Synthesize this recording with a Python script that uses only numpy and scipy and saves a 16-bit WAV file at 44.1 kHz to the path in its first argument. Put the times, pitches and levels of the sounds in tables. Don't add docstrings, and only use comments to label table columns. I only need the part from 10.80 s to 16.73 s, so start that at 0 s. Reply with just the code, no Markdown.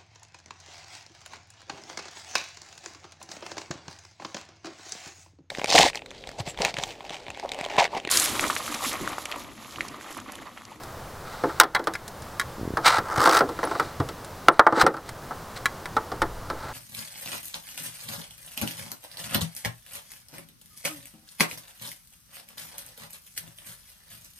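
import sys
import numpy as np
from scipy import signal
from scipy.fft import rfft, irfft, next_fast_len
from scipy.io import wavfile
from scipy.ndimage import uniform_filter1d, map_coordinates

SR = 44100
rng = np.random.default_rng(int(sys.argv[2]) if len(sys.argv) > 2 else 0)


def bounce(signal):
    frames = np.transpose(np.atleast_2d(signal))
    limited = np.clip(frames, -1, 1)
    pcm = np.round(limited * 32767).astype(np.int16)
    wavfile.write(sys.argv[1], SR, pcm)


N = 261513

LIFE = np.arange(SR // 4) / SR
TIME = np.arange(N) / SR
ATTACK = SR // 125

# freq_hz, density_db (per Hz)
AIR_SPECTRUM = [(20, -15.5), (60, -7), (125, -2), (190, -9.5), (320, -11.5), (500, -9.5), (1200, -11.5),
                (1600, -16.5), (2400, -25.5), (5000, -26.5), (8000, -31), (16000, -33.5)]
# freq_hz, side_db (relative to mid)
AIR_WIDTH = [(100, -24), (400, -32), (1400, -43.5), (3000, -21), (8000, -9), (14000, -3)]
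# freq_hz, density_db (per Hz)
RUMBLE_SPECTRUM = [(10, -8.5), (40, -16.5), (110, -18.0), (220, -49), (1000, -86)]
# start_s, clack_db, tick_db
JAW_HITS = [(0.035, -64, -41.5), (0.9498, -13, -47), (0.9623, -13.5, -38), (1.041, -41, -38),
            (1.137, -34, -32), (1.153, -25, -37), (1.2794, -55, -35.5), (1.421, -53, -44),
            (1.597, -22, -27), (1.613, -28.5, -39), (3.446, -64, -41.5), (4.291, -34.5, -35),
            (4.857, -17.5, -27), (5.057, -32.5, -40.5)]
# start_s, pitch_hz, level_db
STEEL_PINGS = [(0.948, 4420, -16), (1.146, 5100, -27.5), (1.154, 2190, -20), (2.851, 10500, -27.5),
               (3.722, 8650, -34), (3.731, 10700, -37)]
# pitch_hz, level_db, t60_s
STEEL_MODES = [(1113, -3.5, 0.058), (1422, -1, 0.047), (1688, 3.5, 0.029), (2025, 3, 0.02),
               (2280, -11, 0.038), (3290, -13.5, 0.037), (3900, -9, .03), (4170, -10, 0.022)]
# freq_hz, density_db (per Hz)
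TICK_SPECTRUM = [(500, -2.5), (1700, 1), (2600, -9), (4200, 0), (7000, -3), (11000, -6), (16000, -19)]
# full_pressure_s, rise_s, hold_s, release_s, body_db, hiss_db
SMOOTH_RUBS = [(.48, 0.2, 0.32, 0.12, -44.5, -50), (.953, 0.022, 0.023, 0.033, -21, -48),
               (2.06, 0.033, .02, .05, -15.5, -17), (2.1, 0.037, 0.081, .03, -22, -30.5),
               (2.85, 0.6, 0.21, 0.33, -43.5, -46), (3.72, .03, .07, .08, -35.5, -45.5),
               (4.013, 0.13, .008, 0.033, -10, -17.5), (4.068, 0.034, .01, .03, -22, -44),
               (4.27, .08, 0.019, 0.037, -45, -47.5), (4.765, 0.025, 0.012, .05, -56, -40),
               (5.87, 0.43, .02, .15, -38.5, -48)]
# full_pressure_s, rise_s, hold_s, release_s, body_db, grit_db
RIB_DRAGS = [(2.42, 0.26, .15, 0.094, -19.5, -30.5)]
# freq_hz, density_db (per Hz)
HISS_SPECTRUM = [(1200, -11), (2000, 4), (2700, -5), (4100, 1.5), (5500, -3), (6800, -9.5), (8500, -9),
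                 (11000, -18.5), (16000, -23)]
# freq_hz, density_db (per Hz)
GRIT_SPECTRUM = [(1500, -48), (2500, -5), (4200, 4.5), (5500, 4.5), (7500, 0), (11000, -6.5), (16000, -11)]
# pitch_hz, level_db, t60_s
CRATE_MODES = [(327.6, -14.5, 0.31), (453.6, -14, 0.16), (537, -9, 0.04), (674.4, -13.5, 0.16),
               (758, -15, 0.16), (873, -0.5, 0.064), (1042, -2, 0.051), (1201, 1, 0.046), (1348, 6, 0.039),
               (1470, -6, 0.045), (1614, -22, 0.048), (1800, -21, 0.032)]
# freq_hz, density_db (per Hz)
LATTICE_SPECTRUM = [(60, -19), (150, 2.5), (220, -18.5), (310, -6.5), (390, -8.5), (470, -3.5), (600, -8),
                    (850, -1.5), (1300, 2), (1900, -6), (2500, -17.5), (4000, -14), (5500, -11.5),
                    (7000, -16.5), (8000, -12.5), (11000, -16.5), (16000, -18)]
# freq_hz, t60_s
LATTICE_DECAY = [(120, 0.41), (400, 0.25), (1100, 0.11), (2700, 0.059), (7000, 0.028), (15000, 0.07)]
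# start_s, thud_db, body_db (hollow), crack_db
CRATE_KNOCKS = [(0.637, -24.5, -22.5, -43), (0.694, -49, -33, -50), (0.7996, -17.5, 0, -2.5),
                (0.809, -27, -3.5, -12), (0.834, -23, -13.5, -22), (0.9489, -34, -17.5, -19),
                (0.993, -27, -25.5, -37.5), (1.0713, -24, -14.5, -25.5), (1.9707, -31, -20, -34),
                (2.066, -34, -14.5, -23), (2.183, -31, -21, -31.5), (2.457, -32, -13.5, -25.5),
                (2.475, -26, -11.5, -53), (2.606, -19.5, -15.5, -33), (2.69, -34.5, -30.5, -42),
                (2.838, -32.5, -33, -36), (2.997, -31.5, -17, -31), (3.2, -26.5, -26.5, -38.5),
                (3.288, -41.5, -36.5, -36), (3.684, -10.5, 1.5, -18), (3.794, -12, 4.5, -17),
                (3.8661, -13.5, 1.5, -27.5), (3.924, -15.5, -11.5, -35), (3.972, -16.5, -20, -42),
                (4.0132, -40, -4.5, -14.5), (4.039, -16, -24, -37), (4.0645, -16, -6, -20),
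                (4.14, -39, -27.5, -45), (4.167, -43, -31, -43), (4.509, -47, -31, -62),
                (5.166, -31.5, -18, -34), (5.317, -32.5, -30, -40.5), (5.418, -28.5, -17.5, -29),
                (5.7, -33, -28.5, -37)]
# start_s, level_db
CRATE_LANDINGS = [(2.185, -34), (2.375, -30), (3.198, -24.5), (3.26, -35), (3.682, -26), (3.925, -28),
                  (4.033, -18)]
# pitch_hz, level_db, t60_s
FLEX_MODES = [(85, -4, .13), (132, 0, .11), (175, -6, .07)]

AIR_DB, RUMBLE_DB = -40, -52
PUFF_S, PUFF_RISE_S, PUFF_FALL_S, PUFF_DB = 5.42, 0.089, .65, -35
JAW_BOUNCE_S, JAW_CLACK_LOSS_DB, JAW_TICK_LOSS_DB = .005, 4.5, 9
STROKE_RANGE_DB = 30.5
HISS_GROWS = 1.39
REBOUND_S, REBOUND_LOSS_DB, REBOUND_DULL_DB = .0055, 2, 14
LIGHT_DB, HEAVY_LOSS = -20.5, 0.78
RUN_JITTER_S, RUN_SCATTER_DB = .001, 2.5
JUDDER_START_S, JUDDER_GAP_S, JUDDER_SLOWING, JUDDER_DB = 1.782, .014, 1.15, -22
TOP_HZ = 15900


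def amp(db):
    return 10 ** (np.asarray(db) / 20)


def unit(x, size=None):
    return x / np.sqrt(np.mean(x[..., :size] ** 2, axis=-1, keepdims=True) + 1e-20)


def decay(t60_s):
    return amp(-60 * LIFE / t60_s)


def along(points, hz):
    f, v = np.transpose(points)
    return np.interp(np.log(hz + 1), np.log(f + 1), v)


def wobble(rate):
    knots = rng.standard_normal(int(N * rate / SR) + 4)
    return map_coordinates(knots, [TIME * rate])


def filtered(x, response):
    n = x.shape[-1]
    m = next_fast_len(n + 8192)
    return irfft(rfft(x, m) * response(np.fft.rfftfreq(m, 1 / SR)), m)[..., :n]


def noise(spectrum, shape):
    return unit(filtered(rng.standard_normal(shape), lambda hz: amp(along(spectrum, hz))))


def band(x, lo_hz, hi_hz):
    edges = [lo_hz, min(hi_hz, SR / 2 - 1)]
    return signal.sosfilt(signal.butter(3, edges, "band", fs=SR, output="sos"), x)


def add(track, s, sound):
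    part = track[max(round(s * SR), 0):][:len(sound)]
    part += sound[:len(part)]


def pressure_db(s, rise_s, hold_s, fall_s):
    outside = np.maximum((s - TIME) / rise_s, (TIME - s - hold_s) / fall_s)
    return -STROKE_RANGE_DB * np.clip(outside, 0, 10)


def ringing(modes, count, scatter_db, detune):
    rings = np.zeros((count, len(LIFE)))
    for hz, db, t60_s in modes:
        size, pitch, side = rng.standard_normal((3, count, 1))
        gain = np.sign(side) * amp(db + scatter_db * size)
        tone = np.sin(2 * np.pi * hz * (1 + detune * pitch) * LIFE)
        rings += gain * decay(t60_s) * tone
    return unit(rings, size=ATTACK)


def crate_rings(count, lattice_db):
    hz, t, z = signal.stft(noise(LATTICE_SPECTRUM, (count, len(LIFE))), SR, nperseg=128)
    fading = z * amp(-60 * t / along(LATTICE_DECAY, hz)[:, None])
    lattice = signal.istft(fading, SR, nperseg=128)[1][:, :len(LIFE)]
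    walls = ringing(CRATE_MODES, count, scatter_db=4.5, detune=0.011)
    return walls + amp(lattice_db) * unit(lattice, size=ATTACK)


def background():
    mid, side = noise(AIR_SPECTRUM, (2, N))
    side = filtered(side, lambda hz: amp(along(AIR_WIDTH, hz)))
    air = amp(AIR_DB + 0.19 * wobble(2.86)) * np.array([mid + side, mid - side])
    swell = amp(RUMBLE_DB) + amp(PUFF_DB + pressure_db(PUFF_S, PUFF_RISE_S, 0, PUFF_FALL_S))
    return air + swell * amp(0.67 * wobble(11)) * noise(RUMBLE_SPECTRUM, N)


def snips(tick_t60_s=0.031, ping_t60_s=0.033):
    track = np.zeros(N)
    bounces = [(s + JAW_BOUNCE_S, clack_db - JAW_CLACK_LOSS_DB, tick_db - JAW_TICK_LOSS_DB)
               for s, clack_db, tick_db in JAW_HITS]
    hits = list(JAW_HITS) + bounces
    clacks = ringing(STEEL_MODES, len(hits), scatter_db=2, detune=.015)
    ticks = unit(noise(TICK_SPECTRUM, clacks.shape) * decay(tick_t60_s), size=ATTACK)
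    for (s, clack_db, tick_db), clack, tick in zip(hits, clacks, ticks):
        add(track, s, amp(clack_db) * clack + amp(tick_db) * tick)
    for s, hz, db in STEEL_PINGS:
        add(track, s, amp(db) * decay(ping_t60_s) * np.sin(2 * np.pi * hz * LIFE))
    return track


def scrape(strokes, spectrum, catch_rate, size_db, rub, grit_t60_s, low_hz, count=8):
    body_gain, grit_gain = np.zeros((2, N))
    for s, rise_s, hold_s, fall_s, body_db, grit_db in strokes:
        press_db = pressure_db(s, rise_s, hold_s, fall_s)
        body_gain += amp(body_db + press_db)
        grit_gain += amp(grit_db + HISS_GROWS * press_db)
    times = np.cumsum(rng.uniform(.3, 1.7, 5000)) / catch_rate
    sizes = amp(size_db * np.clip(rng.standard_normal(len(times)), -2, 2))
    spots = rng.integers(count, size=len(times))
    inside = times < TIME[-1]
    catches = np.zeros((count, N))
    catches[spots[inside], (times[inside] * SR).astype(int)] = sizes[inside]

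    def play(answers):
        return unit(signal.oaconvolve(catches, answers, axes=1).sum(0)[:N])

    body = play(band(crate_rings(count, lattice_db=0), low_hz, 2420))
    rasp = play(noise(spectrum, (count, len(LIFE))) * decay(grit_t60_s))
    return body_gain * body + grit_gain * unit(rasp + rub * noise(spectrum, N))


def drag():
    slide = scrape(SMOOTH_RUBS, HISS_SPECTRUM, catch_rate=420, size_db=3.5, rub=.25,
                   grit_t60_s=.025, low_hz=560)
    chatter = scrape(RIB_DRAGS, GRIT_SPECTRUM, catch_rate=135, size_db=4, rub=.18,
                     grit_t60_s=.02, low_hz=330)
    return slide + chatter


def knock_run(first_s, last_s, thud_db, body_db, crack_db, harden_db, count):
    late, size = rng.standard_normal((count, 2)).T
    harder = harden_db * np.linspace(-1, 1, count)
    size_db = RUN_SCATTER_DB * size
    times = np.linspace(first_s, last_s, count) + RUN_JITTER_S * late
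    return np.transpose([times, thud_db + size_db - harder, body_db + size_db,
                         crack_db + size_db + harder])


def contacts():
    s, thud_db, body_db, crack_db = np.transpose(CRATE_KNOCKS)
    loss_db = REBOUND_LOSS_DB + HEAVY_LOSS * np.maximum(body_db - LIGHT_DB, 0)
    rebounds = np.transpose([s + REBOUND_S, thud_db - loss_db, body_db - loss_db,
                             crack_db - loss_db - REBOUND_DULL_DB])
    ribs = knock_run(first_s=2.378, last_s=2.589, thud_db=-33.5, body_db=-22.5, crack_db=-28.5,
                     harden_db=4, count=12)
    rattle = knock_run(first_s=2.791, last_s=2.951, thud_db=-35, body_db=-26.5, crack_db=-45,
                       harden_db=-0.3, count=5)
    return np.vstack([CRATE_KNOCKS, rebounds, ribs, rattle])


def knocks(shock=0.22, shock_t60_s=0.055, spread_s=0.0006, hardness=0.23, sharpness=0.068,
           neutral_db=-8, loss=170, crack_rise_s=0.00039, thud_t60_s=1.0):
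    track = np.zeros(N)
    blows = contacts()
    thud_db, body_db, crack_db = blows.T[1:, :, None]
    rings = crate_rings(len(blows), lattice_db=-0.5) * (1 + shock * decay(shock_t60_s))
    rings = rings * amp(-loss * amp(body_db) * LIFE)
    hard_db = crack_db - thud_db - neutral_db
    walls = filtered(rings, lambda hz: amp(
        hardness * hard_db * np.log2(np.clip(hz, 400, 2400) / 1000)))
    ribs = filtered(rings, lambda hz: amp(
        (sharpness * hard_db - 10.0) * np.log2(np.maximum(hz / 4000, 1))))
    thuds = unit(band(rings, 227, 543) * decay(thud_t60_s), size=SR // 50)
    bodies = unit(band(walls, 590, 1980) * (1 - np.exp(-LIFE / spread_s)), size=ATTACK)
    cracks = unit(band(ribs, 2900, 19400) * (1 - np.exp(-LIFE / crack_rise_s)), size=ATTACK)
    sounds = amp(thud_db) * thuds + amp(body_db) * bodies + amp(crack_db) * cracks
    for s, sound in zip(blows[:, 0], sounds):
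        add(track, s, sound)
    return track


def judder(push_s=0.00021, scatter_db=2.5, count=8):
    track = np.zeros(N)
    push = band(-LIFE * np.exp(-LIFE / push_s), 44, 425)
    push = push / np.abs(push).max()
    gaps = JUDDER_GAP_S * JUDDER_SLOWING ** np.arange(count)
    times = JUDDER_START_S + np.cumsum(gaps) - gaps
    for s, size in zip(times, rng.standard_normal(count)):
        add(track, s, amp(JUDDER_DB + scatter_db * size) * push)
    return track


def landings():
    track = np.zeros(N)
    bumps = ringing(FLEX_MODES, len(CRATE_LANDINGS), scatter_db=-0.5, detune=0.083)
    for (s, db), bump in zip(CRATE_LANDINGS, bumps):
        add(track, s, amp(db) * bump)
    return track


def surroundings(x, t60_s=0.2):
    tail = band(rng.standard_normal(len(LIFE)), 100, 3500) * decay(t60_s)
    tail = tail * (1 - np.exp(-LIFE / 0.0027))
    return signal.fftconvolve(x, tail / np.linalg.norm(tail))[:N]


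def scene():
    near = snips() + drag() + knocks() + judder() + landings()
    return near + amp(-26.0) * surroundings(near) + background()


def record(dry, threshold_db=-5.0, depth_db=11, recovery_db=17.0, sense_s=0.0028):
    size = max(int(sense_s * SR), 2)
    past = (size - 1) // 2
    power = uniform_filter1d(dry.mean(0) ** 2, size, origin=past)
    level = np.sqrt(np.abs(power) + 1e-12)
    excess_db = np.clip(20 * np.log10(level) - threshold_db, 0, depth_db)
    regained_db = recovery_db * TIME
    duck_db = np.maximum.accumulate(excess_db + regained_db) - regained_db
    duck_db = uniform_filter1d(duck_db, size, origin=past)
    clipped = np.clip(dry * amp(-duck_db), -1, 1)
    return filtered(clipped, lambda hz: hz < TOP_HZ)


dry = scene()
out = record(dry)
bounce(out)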